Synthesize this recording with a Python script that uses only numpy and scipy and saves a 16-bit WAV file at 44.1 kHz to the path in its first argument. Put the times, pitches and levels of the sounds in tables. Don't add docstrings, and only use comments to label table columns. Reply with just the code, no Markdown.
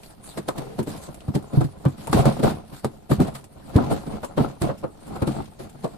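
import sys
import numpy as np
from scipy import signal
from scipy.fft import rfft, irfft, next_fast_len
from scipy.io import wavfile
from scipy.ndimage import uniform_filter1d, map_coordinates

SR = 44100
rng = np.random.default_rng(int(sys.argv[2]) if len(sys.argv) > 2 else 0)


def int16_out(signal):
    q = np.round(np.clip(np.atleast_2d(signal).T, -1, 1) * 32767)
    wavfile.write(sys.argv[1], SR, q.astype(np.int16))


N = 263277
RING_SAMPLES, ONSET_SAMPLES = 16384, SR * 3 // 100
TIME_S, RING_TIME_S = np.arange(N) / SR, np.arange(RING_SAMPLES) / SR


def gain_of(db):
    return 10 ** (np.asarray(db) / 20)

def unit_rms(x):
    return x / np.sqrt(np.mean(x ** 2) + 1e-20)

def unit_onset(x):
    return x / np.sqrt(np.mean(x[..., :ONSET_SAMPLES] ** 2) + 1e-20)

def curve_at(points, hz):
    frequencies, values = np.transpose(points)
    return np.interp(np.log(hz + 1), np.log(frequencies), values)

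def add(mix, start_s, sound):
    part = mix[:, max(round(start_s * SR), 0):][:, :sound.shape[1]]
    part += sound[:, :part.shape[1]]

def wander(rate_hz):
    knots = rng.standard_normal(4096)
    return unit_rms(np.interp(TIME_S * rate_hz, np.arange(len(knots)), knots))

def place_db(hz, pitch_hz, focus_db=10, octaves=0.92, stiffness_db=3):
    focus = np.exp(-(np.log2((hz + 1) / pitch_hz) / octaves) ** 2)
    tilt = np.log2(pitch_hz / 350) * np.log2(np.clip(hz, 150, 1400) / 500)
    return focus_db * focus + stiffness_db * tilt

# frequency_hz, correlation (0-1)
EAR_CORRELATION = [(60, 0.3), (150, 1), (300, 0.02)]
def colour(x, spectrum, pitch_hz=None, ripple_db=0):
    size = next_fast_len(x.shape[1] // 2 + 2048) * 2
    hz = np.fft.rfftfreq(size, 1 / SR)
    ripple = np.interp(5 * np.log2(hz + 1), np.arange(80), rng.standard_normal(80))
    db = curve_at(spectrum, hz) + ripple_db * ripple
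    if pitch_hz is not None:
        db = db + place_db(hz, pitch_hz)
    cepstrum = irfft(np.log(gain_of(db)))
    cepstrum[1:size // 2] *= 2
    cepstrum[size // 2 + 1:] = 0
    left, right = rfft(x, size) * np.exp(rfft(cepstrum))
    shared = np.clip(curve_at(EAR_CORRELATION, hz), 0, 1)
    right = shared * left + np.sqrt(1 - shared ** 2) * right
    return irfft(np.array([left, right]))[:, :x.shape[1]]

def noise(spectrum):
    return unit_rms(colour(rng.standard_normal((2, N)), spectrum))

def ring(modes, rise_s, scatter_db, ear_turns):
    t, out = RING_TIME_S, np.zeros((2, RING_SAMPLES))
    for hz, db, t60_s in modes:
        strength, detune, lag = rng.standard_normal(3)
        turns = hz * (1 + 0.031 * detune) * t + ear_turns * np.tanh(2 * lag) * np.array([[-1], [1]])
        out += gain_of(db + scatter_db * strength - 60 * t / t60_s) * np.sin(2 * np.pi * turns)
    return unit_onset(out * (1 - np.exp(-t / rise_s)))

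def clatter(rise_s, t60_s, walls_db=-13, walls_t60_s=0.17):
    t = RING_TIME_S
    grain = np.exp(0.38 * np.repeat(rng.standard_normal(RING_SAMPLES // 32), 32))
    volley = unit_rms(rng.standard_normal((2, RING_SAMPLES)) * grain) * gain_of(-60 * t / t60_s)
    walls = rng.standard_normal((2, RING_SAMPLES)) * gain_of(walls_db - 60 * t / walls_t60_s)
    return (volley + walls) * (1 - np.exp(-t / rise_s))

# frequency_hz, relative_db
ROOM_SPECTRUM = [(200, -3), (2500, -8), (15000, -32)]
def room_air():
    return gain_of(-84) * noise(ROOM_SPECTRUM)

# frequency_hz, relative_db
TICK_SPECTRUM = [(2500, -7), (6000, -20), (9000, -11.5), (15000, -24)]
# start_s, level_db, pitch_hz
TICKS = [(0.033, -50, 4200), (0.828, -45, 9900), (1.143, -46, 9000), (1.205, -52, 4420),
         (1.425, -53.5, 10000), (1.884, -53, 9000), (2.071, -37, 9000), (3.441, -48, 8050),
         (3.845, -50.5, 6100), (4.246, -40, 7900), (5.456, -53, 4950), (5.695, -51, 8300)]
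def ticks():
    out = np.zeros((2, N))
    hz = np.geomspace(500, 16000, 16)
    for start_s, level_db, pitch_hz in TICKS:
        spectrum_db = curve_at(TICK_SPECTRUM, hz) + place_db(hz, pitch_hz, stiffness_db=-2)
        snap = clatter(rise_s=0.0004, t60_s=0.026, walls_db=0, walls_t60_s=0.09)
        add(out, start_s, gain_of(level_db) * unit_onset(colour(snap, np.transpose([hz, spectrum_db]))))
    return out

# start_s, length_s, pitch_hz, level_db
GROANS = [(0.554, 0.23, 445, -42.5), (3.785, 0.081, 1007, -37), (4.108, 0.079, 474, -39.5),
          (4.643, 0.086, 570, -37)]
def groans(bandwidth_hz=55):
    out = np.zeros((2, N))
    for start_s, length_s, pitch_hz, level_db in GROANS:
        friction = rng.standard_normal((2, int(length_s * SR) + 2))
        body = signal.lfilter(*signal.iirpeak(pitch_hz, pitch_hz / bandwidth_hz, SR), friction)
        add(out, start_s, gain_of(level_db) * unit_rms(body) * signal.windows.tukey(body.shape[1]))
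    return out

# frequency_hz, relative_db
PAINT_SPECTRUM = [(600, 5.5), (1600, 1), (2700, -14), (4300, -3), (5900, -9.5), (8500, -0.5), (12000, -5),
                  (15000, -21)]
def paint_hiss(patch_db=3.2, patch_s=0.033, patch_hz=900):
    hz, t, spectrogram = signal.stft(noise(PAINT_SPECTRUM), SR, nperseg=512)
    spots = rng.standard_normal((64, 1024))
    grid = np.meshgrid(hz / patch_hz, t / patch_s, indexing="ij")
    patches = unit_rms(map_coordinates(spots, grid, order=1, mode="mirror"))
    _, hiss = signal.istft(spectrogram * gain_of(patch_db * patches), SR, nperseg=512)
    return unit_rms(hiss[:, :N])

def grit(specks_per_s=90, speck_db=-4, fade_s=0.002):
    specks = (rng.random(N) < specks_per_s / SR) * np.minimum(rng.exponential(1, N), 2)
    scratches = signal.lfilter([1], [1, -np.exp(-1 / (fade_s * SR))], specks)
    return unit_rms(1 + gain_of(speck_db) * scratches)

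# frequency_hz, relative_db
RASP_SPECTRUM = [(700, -12), (1700, 2), (4300, 1), (9000, -16.5)]
def wood_rasp():
    return gain_of(-10) * noise(RASP_SPECTRUM)

def rumble(shaking):
    return gain_of(-24) * shaking ** 0.6 * noise([(20, -5), (75, -2.0), (900, -67)])

# frequency_hz, relative_db
EDGE_SPECTRUM = [(600, -54), (1600, -2.5), (2700, -9.5), (4200, -6), (6000, -15.5), (8500, -8.5),
                 (15000, -22)]
def edge(contact):
    return unit_onset(colour(contact, EDGE_SPECTRUM))

# frequency_hz, relative_db
SLAT_SPECTRUM = [(40, -42.5), (130, -7), (220, 1), (480, -7.5), (800, -8.5), (1300, -12.5), (1800, -26.5),
                 (2700, -32), (4200, -37), (6000, -61)]
def slats(contact, pitch_hz, ripple_db=0):
    return unit_onset(colour(contact, SLAT_SPECTRUM, pitch_hz, ripple_db))

# frequency_hz, relative_db, t60_s
FRAME_MODES = [(227, 13.5, 0.038), (282.3, -1, 0.19), (337, 0.5, 0.11), (455.4, 12.5, 0.038),
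               (526.4, 3, 0.095), (1087, -14, 0.081)]
def frame(pitch_hz, **excitation):
    return ring([(hz, db + place_db(hz, pitch_hz), t60_s) for hz, db, t60_s in FRAME_MODES], **excitation)

# frequency_hz, relative_db, t60_s
PANEL_MODES = [(96.1, -18.5, 0.24), (140.4, 3.5, 0.095), (283.7, -13, 0.092)]
def panel(**excitation):
    return ring(PANEL_MODES, **excitation)

def stroke(start_s, length_s, level_db, stop_db_per_s, settle_db_per_s):
    grip_s, sag_db_per_s, rattle_db = 0.02, 25, -5.5
    t = TIME_S - start_s
    after_s = np.maximum(t - length_s, 0)
    push = np.clip(t / grip_s, 0, 1) * gain_of(level_db - sag_db_per_s * np.clip(t, 0, length_s))
    release = gain_of(np.maximum(-stop_db_per_s * after_s, rattle_db - settle_db_per_s * after_s))
    return (push * release) ** 2

def scuff(peak_s, knock_db, relative_db=-10.5, width_s=0.0069):
    distance = np.minimum(np.abs(TIME_S - peak_s) / width_s, 20)
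    return (gain_of(knock_db + relative_db) * np.exp(-distance)) ** 2

# start_s, length_s, chatter_db, hiss_db
PUSHES = [(0.544, 0.26, -38, -54.5), (0.861, .12, -35.5, -43), (1.543, 0.022, -31.5, -45),
          (1.964, 0.22, -40.5, -46.5), (2.132, 0.081, -16.5, -35), (2.244, 0.043, -16, -37.5),
          (2.302, 0.076, -31.5, -47.5), (2.422, 0.08, -20.5, -35.5), (3.091, 0.041, -26, -35.5),
          (3.2, 0.016, -20.5, -35.5), (3.779, 0.17, -26.5, -80), (3.895, 0.039, -25.5, -38),
          (3.96, 0.025, -34, -51), (4.092, 0.072, -32.5, -51.5), (4.381, 0.059, -24, -45),
          (4.465, 0.047, -38, -53.5), (4.62, 0.059, -26.5, -46.5), (5.084, 0.17, -38, -66),
          (5.263, 0.16, -29, -49.5), (5.583, 0.066, -37.5, -50)]
# start_s, length_s, level_db
BRUSHES = [(0.012, 0.11, -51), (0.225, 0.12, -44.5), (1.01, 0.055, -44), (2.718, 0.075, -44),
           (3.333, 0.058, -48.5), (4.77, 0.015, -44)]
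# time_s, relative_db
FIRMNESS = [(0, 4.5), (.16, -0.5), (.33, 4), (1.78, 5), (3.0, 1), (3.3, 2), (3.5, -1), (3.75, 11),
            (4.33, 3), (4.9, 0), (5.08, 9.5), (5.52, 0.5), (5.95, 6)]
def friction_envelopes(held_chatter_db=-52, held_hiss_db=-61.5):
    held = gain_of(np.interp(TIME_S, *np.transpose(FIRMNESS)) + wander(rate_hz=25))
    chatter = (gain_of(held_chatter_db) * held) ** 2
    hiss = (gain_of(held_hiss_db) * held) ** 2
    for start_s, length_s, chatter_db, hiss_db in PUSHES:
        chatter += stroke(start_s, length_s, chatter_db, stop_db_per_s=240, settle_db_per_s=132)
        hiss += stroke(start_s, length_s, hiss_db, stop_db_per_s=332, settle_db_per_s=223)
    for start_s, length_s, level_db in BRUSHES:
        hiss += stroke(start_s, length_s, level_db, stop_db_per_s=419, settle_db_per_s=300)
    for start_s, _, wood_db, _, click_db in KNOCKS:
        chatter += scuff(start_s, wood_db)
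        hiss += scuff(start_s, click_db + 9)
    return np.sqrt(chatter), np.sqrt(hiss)

def steadied(x):
    power = np.abs(uniform_filter1d(np.mean(x ** 2, 0), SR // 20))
    return x / np.sqrt(power + np.mean(x ** 2) / 1000)

RUB_PITCHES = [193, 268, 490, 577]
def drag(slips_per_s=450, slip_spread_db=2.5, judder_db=2.04, shift_db=3):
    chatter, boom = np.zeros((2, 2, N))
    places = RUB_PITCHES + RUB_PITCHES
    for pitch_hz in places:
        load = gain_of(shift_db * wander(rate_hz=16))
        slipping = rng.random(N) < slips_per_s / len(places) / SR
        slips = load * slipping * gain_of(slip_spread_db * np.minimum(rng.exponential(1, N), 2))
        rattle = slats(clatter(rise_s=0.00062, t60_s=0.032), pitch_hz, ripple_db=4)
        frame_ring = frame(pitch_hz, rise_s=0.0016, scatter_db=2.6, ear_turns=0.36)
        panel_ring = panel(rise_s=0.009, scatter_db=13, ear_turns=0.28)
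        chatter += signal.oaconvolve(slips[None], rattle + gain_of(-10) * frame_ring, axes=1)[:, :N]
        boom += signal.oaconvolve(slips[None], panel_ring, axes=1)[:, :N]
    wood = steadied(chatter) + gain_of(-5) * steadied(boom)
    judder = gain_of(judder_db * wander(rate_hz=45))
    shaking, rubbing = friction_envelopes()
    hiss = rubbing * paint_hiss() + np.sqrt(shaking * rubbing) * wood_rasp()
    return judder * (shaking * wood + rumble(shaking)) + grit() * hiss

# start_s, level_db
HEAVES = [(1.286, -27.5), (1.355, -44), (1.568, -40), (3.185, -27), (3.757, -12), (4.616, -26),
          (5.222, -24.5)]
def heaves(sway_hz=85, push_s=0.0036):
    t, out = RING_TIME_S, np.zeros((2, N))
    displacement = t * np.exp(-t / push_s) * np.sin(2 * np.pi * sway_hz * t)
    sway = unit_onset(np.gradient(displacement))
    for start_s, level_db in HEAVES:
        add(out, start_s, gain_of(level_db) * np.array([sway, sway]))
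    return out

# start_s, level_db, pitch_hz
CRACKS = [(0.488, -26, 475), (1.853, -35, 720), (2.130, -24, 780), (2.256, -24, 500), (2.846, -27, 550),
          (3.203, -29.5, 290), (4.618, -37, 810)]
def cracks(snap_db=-14):
    out = np.zeros((2, N))
    for start_s, level_db, pitch_hz in CRACKS:
        contact = unit_onset(clatter(rise_s=0.002, t60_s=0.04, walls_db=-17))
        contact[:, 0] += np.sqrt(ONSET_SAMPLES)
        crack = slats(contact, pitch_hz) + gain_of(snap_db) * edge(contact)
        add(out, start_s, gain_of(level_db) * crack)
    return out

# start_s, boom_db, wood_db, pitch_hz (of the place struck), click_db
KNOCKS = [(0.373, -35.5, -28, 360, -40.5), (0.482, -37.5, -27.5, 640, -38.5), (0.578, -33, -34, 415, -42),
          (0.788, -28, -23, 303, -43), (0.870, -38, -30.5, 363, -51), (1.081, -39, -40, 450, -64),
          (1.281, -30.5, -27.5, 221, -55.5), (1.349, -22, -21.5, 303, -39.5), (1.532, -26, -27, 258, -53),
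          (1.569, -11.5, -30, 304, -66), (1.607, -22, -23, 400, -46), (1.64, -21.5, -41, 298, -48),
          (1.854, -15, -21.5, 300, -60), (2.072, -43, -34, 690, -62), (2.093, -27, -37, 250, -53),
          (2.128, -29, -18.5, 380, -30.5), (2.189, -16, -27, 400, -51), (2.255, -18.5, -24, 376, -39.5),
          (2.392, -31, -26, 310, -46), (2.430, -33.5, -17.5, 318, -37.5), (2.722, -40.5, -40.5, 340, -79),
          (2.845, -26, -24.5, 320, -43), (3.111, -17, -17.5, 337, -43.5), (3.199, -19.5, -14.5, 250, -54),
          (3.272, -38.5, -36, 530, -47), (3.348, -45, -41.5, 796, -42.5), (3.759, -28.5, -15, 287, -39.5),
          (3.777, -27, -24.5, 905, -68), (3.799, -31, -22, 295, -74), (3.911, -25, -22, 417, -49),
          (4.064, -36.5, -30.5, 294, -54), (4.231, -56, -30, 606, -48), (4.374, -24.5, -19, 393, -44.5),
          (4.400, -19.5, -18.5, 258, -65), (4.617, -26.5, -24.5, 324, -36), (4.69, -28, -25.5, 500, -68),
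          (4.835, -32, -25.5, 440, -58), (5.155, -54, -34.5, 685, -52), (5.219, -30, -21.5, 340, -45.5),
          (5.272, -25.5, -22, 307, -42), (5.596, -41, -38, 490, -54), (5.841, -33.5, -24, 447, -46.5)]
def knocks(boom_lag_s=0.0041):
    out = np.zeros((2, N))
    for start_s, boom_db, wood_db, pitch_hz, click_db in KNOCKS:
        boom = panel(rise_s=0.005, scatter_db=0.3, ear_turns=0.125)
        frame_ring = frame(pitch_hz, rise_s=0.001, scatter_db=4.9, ear_turns=0.089)
        rattle = slats(clatter(rise_s=0.0076, t60_s=0.071), pitch_hz, ripple_db=3.5)
        click = edge(clatter(rise_s=0.0025, t60_s=0.085))
        wood = unit_onset(rattle + gain_of(-9) * frame_ring)
        add(out, start_s, gain_of(wood_db) * wood + gain_of(click_db) * click)
        add(out, start_s + boom_lag_s, gain_of(boom_db) * boom)
    return out

def scene():
    return knocks() + cracks() + ticks() + heaves() + drag() + groans() + room_air()

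def record(dry, cutoff_hz=15400):
    hz = np.fft.rfftfreq(N, 1 / SR)
    balance_db = curve_at([(250, -0.5), (1000, 1.1), (2500, 1.4), (8000, 0.0), (13000, -3)], hz)
    balanced = irfft(rfft(dry) * gain_of(np.array([[0.5], [-0.5]]) * balance_db), N)
    limited = balanced / (1 + balanced ** 6) ** (1 / 6)
    lowpass = signal.firwin(401, cutoff_hz, window=("kaiser", 9), fs=SR)
    return signal.oaconvolve(limited, lowpass[None], "same", axes=1)


dry = scene()
out = record(dry)
int16_out(out)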